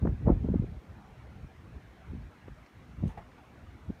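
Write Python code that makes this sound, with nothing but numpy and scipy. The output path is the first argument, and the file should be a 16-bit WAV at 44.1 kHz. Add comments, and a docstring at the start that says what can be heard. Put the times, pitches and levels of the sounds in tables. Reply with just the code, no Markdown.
"""Gusts below a rockfall.

Wind buffets a microphone at the foot of a cliff where a rockfall is running out.
Each gust rumbles, brightens as it grows, and thumps or tears as eddies cross the port.
Far off lie the wash of open air and sliding debris, trickling pebbles and a few stone knocks;
close by, one brief rustle."""
import sys
import numpy as np
from scipy import signal
from scipy.fft import rfft, irfft
from scipy.io import wavfile
from scipy.ndimage import uniform_filter1d

SR = 44100
rng = np.random.default_rng(int(sys.argv[2]) if len(sys.argv) > 2 else 0)


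def waveform_to_disk(signal):
    """Save audio, clipped to [-1, 1], as 16-bit WAV at the path in sys.argv[1]."""
    frames = np.transpose(np.atleast_2d(signal))
    scaled = np.clip(frames, -1, 1) * 32767
    samples = np.round(scaled).astype(np.int16)
    wavfile.write(sys.argv[1], SR, samples)


N = 176400
T = np.arange(N) / SR
HZ = np.fft.rfftfreq(N, 1 / SR)


def amp(db):
    """Decibels to gain."""
    return 10 ** (np.asarray(db) / 20)


def unit_rms(x):
    """Scales to an rms of one."""
    return x / np.sqrt(np.mean(x ** 2) + 1e-20)


def curve_at(points, hz):
    """Reads a spectrum on a log-frequency axis."""
    f, value = np.transpose(points)
    return np.interp(np.log(hz + 1), np.log(f + 1), value)


def noise(gain):
    """Noise of unit rms, shaped by a gain at each frequency."""
    return unit_rms(irfft(rfft(rng.standard_normal(N)) * gain, N))


def bell(s, half_s):
    """A smooth rise and fall around a moment."""
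    return np.exp(-.5 * ((T - s) / half_s) ** 2)


# Strong opening gusts, right on the microphone (time [s], wind level [dB])
GUSTS = [(0.0, -49.5), (0.025, -21.5), (0.14, -33.5), (0.16, -39), (0.2, -42), (0.23, -30.5), (0.28, -18.5),
         (0.42, -36), (0.44, -27.5), (0.56, -31.5), (0.58, -31.0), (0.605, -28), (0.63, -37), (0.72, -38.5),
         (0.735, -49), (0.77, -38), (0.83, -72)]
# The lighter breeze that follows at the foot of the cliff (time [s], wind level [dB])
BREEZE = [(0.86, -72), (0.895, -46), (0.93, -48), (1.04, -57.7), (1.255, -46.5), (1.335, -49.5),
          (1.445, -43), (1.495, -59), (1.6, -48.5), (1.63, -52.5), (1.76, -44.5), (1.8, -63), (1.85, -47.5),
          (1.96, -60.5), (2.04, -52.8), (2.1, -39.5), (2.21, -41), (2.295, -50), (2.32, -62), (2.4, -62),
          (2.44, -49), (2.525, -45.5), (2.57, -55.6), (2.615, -53), (2.705, -82), (2.75, -52),
          (2.865, -52.5), (2.9, -47.5), (2.965, -46.5), (3.035, -26.5), (3.08, -33), (3.14, -54),
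          (3.18, -47.2), (3.32, -59), (3.345, -63), (3.525, -57.5), (3.675, -49.5), (3.745, -48.5),
          (3.77, -57), (3.855, -49.1), (3.89, -34), (3.915, -43.5), (3.955, -61), (4.0, -58.8)]
# Turbulence at the microphone port, at the reference wind level (frequency [Hz], relative level [dB])
TURBULENCE = [(20, -40.5), (32, -15.5), (46, -0.5), (66, 4), (90, 0.5), (125, -2.5), (200, -9.5),
              (320, -17), (500, -28), (900, -39), (2000, -81.5), (5000, -110)]


def wind(reference_db=-27, growth=.62, flutter_db=2.48, flutter_hz=21.6, brighten=.17, pivot_hz=110):
    """Lumpy low turbulence that brightens with the wind; strong gusts grow less as eddies take over."""
    level_db = np.interp(T, *np.transpose(list(GUSTS) + list(BREEZE)))
    level_db -= (1 - growth) * np.maximum(level_db - reference_db, 0)
    level_db += flutter_db * noise(np.exp(-(HZ / flutter_hz) ** 2) * HZ)
    tilt_db_per_octave = brighten * (level_db - reference_db)
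    flow = noise(amp(curve_at(TURBULENCE, HZ)))
    power = uniform_filter1d(uniform_filter1d(flow ** 2, size=1000), size=1000)
    steady_spectrum = rfft(flow / np.sqrt(power + 1e-6))
    centres = np.geomspace(25, 3200, 8)
    out = np.zeros(N)
    for hz, weights in zip(centres, np.eye(len(centres))):
        band = irfft(steady_spectrum * curve_at(np.c_[centres, weights], HZ), N)
        octaves_up = max(np.log2(hz / pivot_hz), 0)
        out += band * amp(level_db + tilt_db_per_octave * octaves_up)
    return amp(-1) * out


# Single eddies thumping the microphone port
# (time [s], relative level [dB], pitch [Hz], half length [cycles])
EDDIES = [(0.026, -17, 100, 0.45), (0.042, -11.5, 126, 0.22), (.053, -12.5, 254, 0.25),
          (.077, -22, 141, 0.25), (.106, -33, 171, 1), (.130, -17.5, 96.7, 0.36), (.279, -11, 140, 0.46),
          (.303, -6, 260, 0.37), (0.322, -24.5, 140, 0.65), (.446, -17, 220, 0.72), (.488, -18, 307, 0.29),
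          (0.504, -19.5, 200, 0.83), (0.52, -17.5, 189, .7), (.542, -12.5, 299, 0.26),
          (.559, -13, 223, 0.54), (.599, -12.5, 148, 0.34), (.643, -26, 350, 0.5), (.910, -39.5, 84, 1),
          (1.451, -39, 122, 1.), (1.761, -34, 66, 0.58), (2.104, -35, 91, 0.52), (2.136, -27.5, 228, 0.32),
          (2.153, -28.5, 198, 0.48), (2.175, -33, 196, 0.61), (2.483, -31.5, 400, 0.43),
          (3.039, -20.5, 220, 0.75), (3.059, -25.5, 167, 0.62), (3.074, -26, 74.5, 0.57),
          (3.903, -21.5, 207, 0.52)]


def eddies():
    """Each eddy is a quick swing of suction and pressure."""
    out = np.zeros(N)
    for s, db, hz, cycles in EDDIES:
        out += amp(db) * bell(s, cycles / hz) * np.sin(2 * np.pi * hz * (T - s))
    return amp(-3.5) * out


# The flow tearing across the microphone (time [s], half length [s], level [dB], corner [Hz])
TEARS = [(0.031, 0.0059, -50, 520), (0.057, 0.0034, -33, 795), (.075, 0.0031, -35, 1230),
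         (0.27, 0.0062, -31, 590), (0.283, 0.0018, -22, 666), (0.297, 0.013, -28.5, 717),
         (0.449, 0.0054, -40.5, 494), (0.488, 0.0018, -38.5, 540), (0.544, 0.0056, -40.5, 575),
         (0.647, 0.0015, -49, 615), (2.482, 0.0046, -56, 1930), (3.036, 0.0017, -36.5, 520),
         (3.905, 0.0033, -39, 407)]


def tears(low_hz=340, slope=4.12, top_ratio=2.56):
    """Short, brighter bursts of turbulence at the crests of the gusts."""
    bass_cut = HZ ** 2 / (HZ ** 2 + low_hz ** 2)
    out = np.zeros(N)
    for s, half, db, corner in TEARS:
        treble_cut = np.exp(-(HZ / (top_ratio * corner)) ** 2) / (1 + (HZ / corner) ** slope)
        out += amp(db) * bell(s, half) * noise(bass_cut * treble_cut)
    return out


# Stones striking the slope, far from the microphone (time [s], level [dB], ring [s], pitch [ratio])
KNOCKS = [(2.660, -54.5, 0.0092, 2.34), (3.09, -50, 0.041, 1.03), (3.173, -40.5, 0.024, 0.93),
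          (3.314, -60, 0.018, 2), (3.378, -51.5, 0.017, 1.13), (3.431, -59.5, 0.031, 1.44)]
# One knock as heard from below the cliff (frequency [Hz], relative level [dB])
STONE_COLOUR = [(200, -7.5), (500, -11.5), (620, -12.5), (720, -2.5), (850, -2), (1100, -13.5),
                (1450, -26.5), (1850, -15.5), (2200, -19), (2800, -26.5), (3500, -35), (7000, -47),
                (14000, -54)]


def stones(rise_s=.0037):
    """A few hollow knocks, blurred by distance; smaller stones sound higher."""
    out = np.zeros(N)
    for s, db, ring, pitch in KNOCKS:
        age = np.maximum(T - s, 0)
        envelope = np.minimum(age / rise_s, 1) * np.exp(-age / ring)
        out += amp(db) * envelope * noise(amp(curve_at(STONE_COLOUR, HZ / pitch)))
    return out


# Open air and debris sliding on the distant slope (frequency [Hz], relative level [dB])
WASH = [(25, -26), (70, -17), (170, -1), (300, -5), (500, -13.5), (800, -12.5), (1200, -14.5), (2100, -17),
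        (3000, -24.5), (4200, -29), (4850, -34), (5400, -32.5), (6600, -34.5), (7600, -39), (9400, -38.5),
        (10400, -44), (11300, -41), (15500, -45)]


def wash(level_db=-57.5, patch_db=3, patch_top_hz=3000):
    """A far rush of air and debris, with drifting patches in its body and an even hiss above."""
    frames, hz = N // 256 + 5, np.fft.rfftfreq(1024, 1 / SR)
    real, imag, patches = rng.standard_normal((3, frames, len(hz)))
    patches = uniform_filter1d(patches, size=10, axis=0)  # smooth in time
    patches = unit_rms(uniform_filter1d(patches, size=5, axis=1))  # and in frequency
    drift_db = patch_db * patches / np.sqrt(1 + (hz / patch_top_hz) ** 2)
    spectra = (real + 1j * imag) * amp(curve_at(WASH, hz) + drift_db)
    _, rush = signal.istft(spectra.T, nperseg=1024, noverlap=768)
    return amp(level_db) * unit_rms(rush[:N])


# A faint brush and its tick, close to the microphone (time [s], half length [s], level [dB])
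RUSTLE = [(3.092, .024, -66.5), (3.080, .0014, -61.5)]
# Its thin treble at close range (frequency [Hz], relative level [dB])
RUSTLE_COLOUR = [(1500, -7), (3500, 6), (5000, -11), (6500, 0), (8000, -10), (9300, -2), (11000, -16),
                 (15500, -15)]


def rustle():
    """A thin, close brush with a tick in it."""
    envelope = sum(amp(db) * bell(s, half) for s, half, db in RUSTLE)
    return envelope * noise(amp(curve_at(RUSTLE_COLOUR, HZ)))


def pebbles(level_db=-69, per_s=150, sizes=20, ring_cycles=11, spread_db=3, db_per_octave=-4):
    """Pebbles trickle far away: faint, soft-edged pings, each size with its own pitch."""
    t, out = T[:SR // 8], np.zeros(N)
    for hz in np.geomspace(450.5, 2294, sizes):
        age = t * hz / ring_cycles
        ping = age * np.exp(-2 * age) * np.sin(2 * np.pi * hz * rng.uniform(.95, 1.05) * t)
        strength = amp(spread_db * np.minimum(rng.exponential(1, N), np.pi))
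        hits = strength * (rng.random(N) < per_s / sizes / SR)
        out += amp(db_per_octave * np.log2(hz)) * signal.oaconvolve(hits, ping)[:N]
    return amp(level_db) * unit_rms(out)


def scene():
    """Wind on one microphone in front of the distant slope."""
    return (wind() + eddies() + tears() + wash() + stones() + pebbles() + rustle())[None]


def record(dry):
    """The microphone's bass cut and band limit."""
    bass_cut = signal.butter(4, 32, "high", fs=SR, output="sos")
    band_limit = signal.firwin(1023, 15650, window=("kaiser", 9), fs=SR)
    return signal.oaconvolve(signal.sosfilt(bass_cut, dry), band_limit[None], "same")


dry = scene()
out = record(dry)
waveform_to_disk(out)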